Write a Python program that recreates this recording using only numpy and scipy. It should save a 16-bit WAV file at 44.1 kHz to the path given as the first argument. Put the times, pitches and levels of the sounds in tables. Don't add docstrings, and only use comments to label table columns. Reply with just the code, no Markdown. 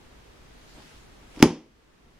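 import sys
import numpy as np
from scipy import signal
from scipy.fft import rfft, irfft, next_fast_len
from scipy.io import wavfile
from scipy.ndimage import uniform_filter1d

SR = 44100
rng = np.random.default_rng(int(sys.argv[2]) if len(sys.argv) > 2 else 0)


def put_to_file(sound):
    columns = np.atleast_2d(sound).T
    safe = np.clip(columns, -1, 1)
    whole_steps = np.round(safe * 32767)
    wavfile.write(sys.argv[1], SR, whole_steps.astype(np.int16))


N = 96711
PADDED = next_fast_len(2 * N)
CLAP_S = 1.4272


def amp(db):
    return 10 ** (np.asarray(db) / 20)


def unit(x):
    return x / np.sqrt(np.mean(x ** 2) + 1e-20)


def read(points, hz):
    point_hz, value = np.transpose(points)
    return np.interp(np.log(hz + 1), np.log(point_hz + 1), value)


def clock():
    return np.arange(N) / SR


def bins():
    return np.fft.rfftfreq(PADDED, 1 / SR)


def filtered(x, response):
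    return irfft(rfft(x, PADDED) * response, PADDED)[..., :N]


def delayed(x, delay_s):
    return filtered(x, np.exp(-2j * np.pi * bins() * delay_s))


def coloured(x, points):
    hz = abs(np.fft.fftfreq(PADDED, 1 / SR))
    log_gain = np.log(unit(amp(read(points, hz))))
    response = np.exp(np.conj(signal.hilbert(log_gain)))
    return filtered(x, response[:PADDED // 2 + 1])


def spike(peak_s, rise_s, fall_s):
    t = clock() - peak_s
    return np.exp(np.minimum(t, 0) / rise_s - np.maximum(t, 0) / fall_s)


PORTS_HZ = 4060


def port_pair():
    a, b = rng.standard_normal((2, N))
    apart_rad = np.pi / 4 * (1 - np.exp(-bins() / PORTS_HZ))
    mid = filtered(a, np.cos(apart_rad))
    side = filtered(b, np.sin(apart_rad))
    return np.array([mid + side, mid - side])


THUMP_HZ, THUMP_PEAK_S, THUMP_SHAPE = 272, .0025, 2.8


def puff(start_s):
    t = np.maximum(clock() - start_s, 0)
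    u = t / THUMP_PEAK_S
    envelope = (u * np.exp(1 - u)) ** THUMP_SHAPE
    return -envelope * np.sin(2 * np.pi * THUMP_HZ * t)


# (time [s], tick gain [dB], air puff gain [dB])
LEAF_FLICKS = [(1.3627, -42.5, -45), (1.3714, -54, -32.5), (1.3926, -34.5, -53.5), (1.3993, -35, -51.5),
               (1.4025, -44.5, -20), (1.4091, -39, -32.5)]
THUMP_GAIN_DB = 11
PUSH_GAIN_DB, PUSH_WIDTH_S, PUSH_LAG_S = -12.5, .002, .0027


def book_air():
    u = (clock() - CLAP_S - PUSH_LAG_S) / PUSH_WIDTH_S
    push = amp(PUSH_GAIN_DB) * u * np.exp(-u ** 2 / 2)
    thump = amp(THUMP_GAIN_DB) * puff(CLAP_S)
    flicks = sum(amp(db) * puff(s) for s, _, db in LEAF_FLICKS)
    return thump + push + flicks


CRACK_LEAD_S, CRACK_SPREAD_S = .0009, .00065
CRACK_GRAIN_HZ, CRACK_GAIN_DB = 702, 16
CRACK_TWIST_RAD = 1.2


def crack():
    hz = bins()
    knots_hz = np.arange(64) * CRACK_GRAIN_HZ
    late_s = np.interp(hz, knots_hz, rng.exponential(CRACK_SPREAD_S, len(knots_hz)))
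    phase = 2 * np.pi * (hz * (CLAP_S - CRACK_LEAD_S) + np.cumsum(late_s) * hz[1])
    treble = 1 - np.exp(-(hz / PORTS_HZ) ** 3)
    wander = np.interp(hz, knots_hz, rng.standard_normal(len(knots_hz)))
    twist = CRACK_TWIST_RAD * treble * wander
    phases = np.array([phase + twist / 2, phase - twist / 2])
    burst = irfft(np.exp(-1j * phases), PADDED)
    return amp(CRACK_GAIN_DB) * burst[:, :N]


# (frequency [Hz], relative density [dB])
CRACK_COLOUR = [(100, -13), (500, -4), (900, 2.5), (1500, -2), (2100, 1), (3300, -1), (3900, -9),
                (5000, -3.5), (6200, -6), (8000, -15.5), (9800, -12.5), (15500, -23)]
RUSH_GAIN_DB, RUSH_RISE_S, RUSH_FALL_S = -19, .0021, .0018
FLICK_RISE_S, FLICK_FALL_S = .0003, .0015
LEAF_DULL_HZ = 9000


def book_paper():
    rush = amp(RUSH_GAIN_DB) * spike(CLAP_S, RUSH_RISE_S, RUSH_FALL_S)
    ticks = sum(amp(db) * spike(s, FLICK_RISE_S, FLICK_FALL_S) for s, db, _ in LEAF_FLICKS)
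    noise = (rush + ticks) * port_pair()
    leaves = filtered(noise, 1 / (1 + (bins() / LEAF_DULL_HZ) ** 4))
    return coloured(leaves + crack(), CRACK_COLOUR)


ROOM_PAPER_GAIN_DB = 15.5


def paper_to_room():
    clicks = np.zeros(N)
    for s, db, _ in LEAF_FLICKS + [(CLAP_S, 0, 0)]:
        clicks[round(s * SR)] += amp(db)
    return amp(ROOM_PAPER_GAIN_DB) * coloured(clicks, CRACK_COLOUR)


# (delay [s], air gain [dB], paper gain [dB])
SURFACE_ECHOES = [(.0077, -11, -20), (0.0129, -12.5, -18), (.0195, -22.5, -24.5), (0.0291, -8.5, -20.5),
                  (0.037, -18, -29), (.0475, -22.5, -27), (0.0794, -21, -32.5)]
ECHO_DULL_HZ = 6000


def near_echoes(air, paper):
    dulled = filtered(paper, 1 / (1 + 1j * bins() / ECHO_DULL_HZ))
    return sum(delayed(amp(a) * air + amp(p) * dulled, s) for s, a, p in SURFACE_ECHOES)


# (frequency [Hz], gain [dB])
ROOM_COLOUR = [(50, -30), (110, -24), (200, -13.5), (420, -6), (600, 0.5), (900, 3), (1500, -5),
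               (3000, -5.5), (6000, -2.5), (10000, -3.5), (15000, -18.5)]
# (frequency [Hz], t60 [s])
ROOM_DECAY = [(100, .27), (220, .37), (450, .34), (800, .33), (1400, .31), (2800, .35), (6000, .33),
              (10000, .21), (15000, .11)]
ROOM_ONSET_S = .0051
SCATTER_DB, SCATTER_S = 3.5, .017


def room_tail(x):
    hz, t, z = signal.stft(port_pair()[:, :SR], SR, nperseg=256)
    t60_s = read(ROOM_DECAY, hz)[:, None]
    unit_energy = np.sqrt(2 * np.log(1000) / t60_s / SR)
    tail = signal.istft(z * amp(-60 * t / t60_s) * unit_energy, SR, nperseg=256)[1]
    t = np.arange(tail.shape[1]) / SR
    onset = 1 - np.exp(-(t / ROOM_ONSET_S) ** 4)
    scatter = 1 + amp(SCATTER_DB) * np.exp(-t / SCATTER_S)
    wet = signal.fftconvolve(x[None], tail * onset * scatter, axes=1)[:, :N]
    room_gain = np.sqrt(np.mean(amp(read(ROOM_COLOUR, bins())) ** 2))
    return coloured(wet, ROOM_COLOUR) * room_gain


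# (frequency [Hz], gain [dB], t60 [s])
STANDING_WAVES = [(82, -36, .22), (164, -5.5, 0.24), (227, -22.5, 0.49), (236.6, -15, .27), (293, -27, .3),
                  (366, -26, .25), (401, -19, .28), (946, -26, 0.17)]
MODE_BUILD_S = .012


def room_modes():
    t = np.maximum(clock() - CLAP_S, 0)
    ring = 0
    for hz, db, t60_s in STANDING_WAVES:
        decay = np.exp(-np.log(1000) * t / t60_s)
        ring = ring + amp(db) * decay * np.sin(2 * np.pi * hz * t)
    return -ring * (1 - np.exp(-t / MODE_BUILD_S))


PORT_LAG_S = .00003


def clap():
    air, paper = book_air(), book_paper()
    direct = air + paper
    room = room_tail(air) + room_tail(paper_to_room()) + room_modes()
    left, right = direct + near_echoes(air, paper) + room
    return np.array([delayed(left, PORT_LAG_S), right])


SWISH_DB = 2.1


def swishing(x):
    z = signal.stft(x, nperseg=512, noverlap=384)[2]
    bin_count, frame_count = z.shape[1:]
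    noise = rng.standard_normal((frame_count, bin_count))
    blur = np.outer(np.hanning(32), np.hanning(20))
    patches = signal.fftconvolve(noise, blur, "same").T
    drift = amp(SWISH_DB * unit(patches))
    return signal.istft(z * drift, nperseg=512, noverlap=384)[1][:, :N]


# (time [s], level [dB])
SLIDE_LEVEL = [(0, -78), (.45, -67), (.7, -58), (.86, -54.5), (.97, -57.5), (1.06, -64.5), (1.15, -63),
               (1.27, -64.5), (1.35, -55), (1.41, -53), (1.45, -71.5), (2.19, -74.5)]
# (frequency [Hz], relative density [dB])
FRICTION_COLOUR = [(100, -6.5), (300, 2), (900, -1), (2000, 1), (3500, 0.5), (6000, -5), (10000, -9.5),
                   (13000, -18.5), (16000, -28.5)]


def hand_friction(grain):
    noise = unit(coloured(grain * rng.standard_normal((2, N)), FRICTION_COLOUR))
    return swishing(noise * amp(np.interp(clock(), *np.transpose(SLIDE_LEVEL))))


# (time [s], rise and fall constant [s], level [dB])
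DULL_BUMPS = [(.787, .022, -47), (1.2, .15, -59), (1.379, .012, -42), (2.08, .12, -56.5)]
# (frequency [Hz], relative density [dB])
BUMP_COLOUR = [(40, -1), (150, 3.5), (330, 2.5), (520, -7), (800, -4), (1200, -13), (4000, -27),
               (15000, -54.5)]


def dull_bumps(grain):
    swell = sum(amp(db) * spike(s, length_s, length_s) for s, length_s, db in DULL_BUMPS)
    return coloured(swell * grain * rng.standard_normal(N), BUMP_COLOUR)


GRAIN_DB = 1


def handling():
    flutter = unit(uniform_filter1d(rng.standard_normal(N), size=90))
    grain = amp(GRAIN_DB * flutter)
    return hand_friction(grain) + dull_bumps(grain)


# (frequency [Hz], relative density [dB])
HISS_COLOUR = [(30, -9), (90, -5), (170, 2.5), (380, 2.5), (600, -3), (1500, -6), (3000, -10.5),
               (6000, -17), (10000, -25), (13000, -28.5), (15500, -34.5)]
HISS_DB = -54.5


def microphone_hiss():
    return amp(HISS_DB) * unit(coloured(rng.standard_normal((2, N)), HISS_COLOUR))


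# (frequency [Hz], relative density [dB])
RUMBLE_COLOUR = [(10, -4.5), (30, -3.5), (48, 2), (75, -9), (130, -10), (250, -17), (500, -30), (2000, -56)]
RUMBLE_DB = -55


def room_rumble():
    return amp(RUMBLE_DB) * unit(coloured(rng.standard_normal(N), RUMBLE_COLOUR))


def scene():
    return clap() + handling() + microphone_hiss() + room_rumble()


THRESHOLD_DB, SQUEEZE = -10, .62
ATTACK_S, RECOVER_DB_PER_S = .006, 6.5
KNEE = 5
EDGE_HZ = 15900


def record(dry):
    power = uniform_filter1d((dry ** 2).mean(0), size=128)
    level_db = 10 * np.log10(abs(power) + 1e-12)
    over_db = SQUEEZE * np.maximum(level_db - THRESHOLD_DB, 0)
    release_db = RECOVER_DB_PER_S * clock()
    held_db = np.maximum.accumulate(over_db + release_db) - release_db
    r = np.exp(-1 / (ATTACK_S * SR))
    cut_db = signal.lfilter([1 - r], [1, -r], held_db)
    ducked = dry * amp(-cut_db)
    clipped = ducked / (1 + abs(ducked) ** KNEE) ** (1 / KNEE)
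    lowpass = signal.firwin(511, EDGE_HZ, window=("kaiser", 9), fs=SR)
    return signal.oaconvolve(clipped, lowpass[None], "same")


dry = scene()
out = record(dry)
put_to_file(out)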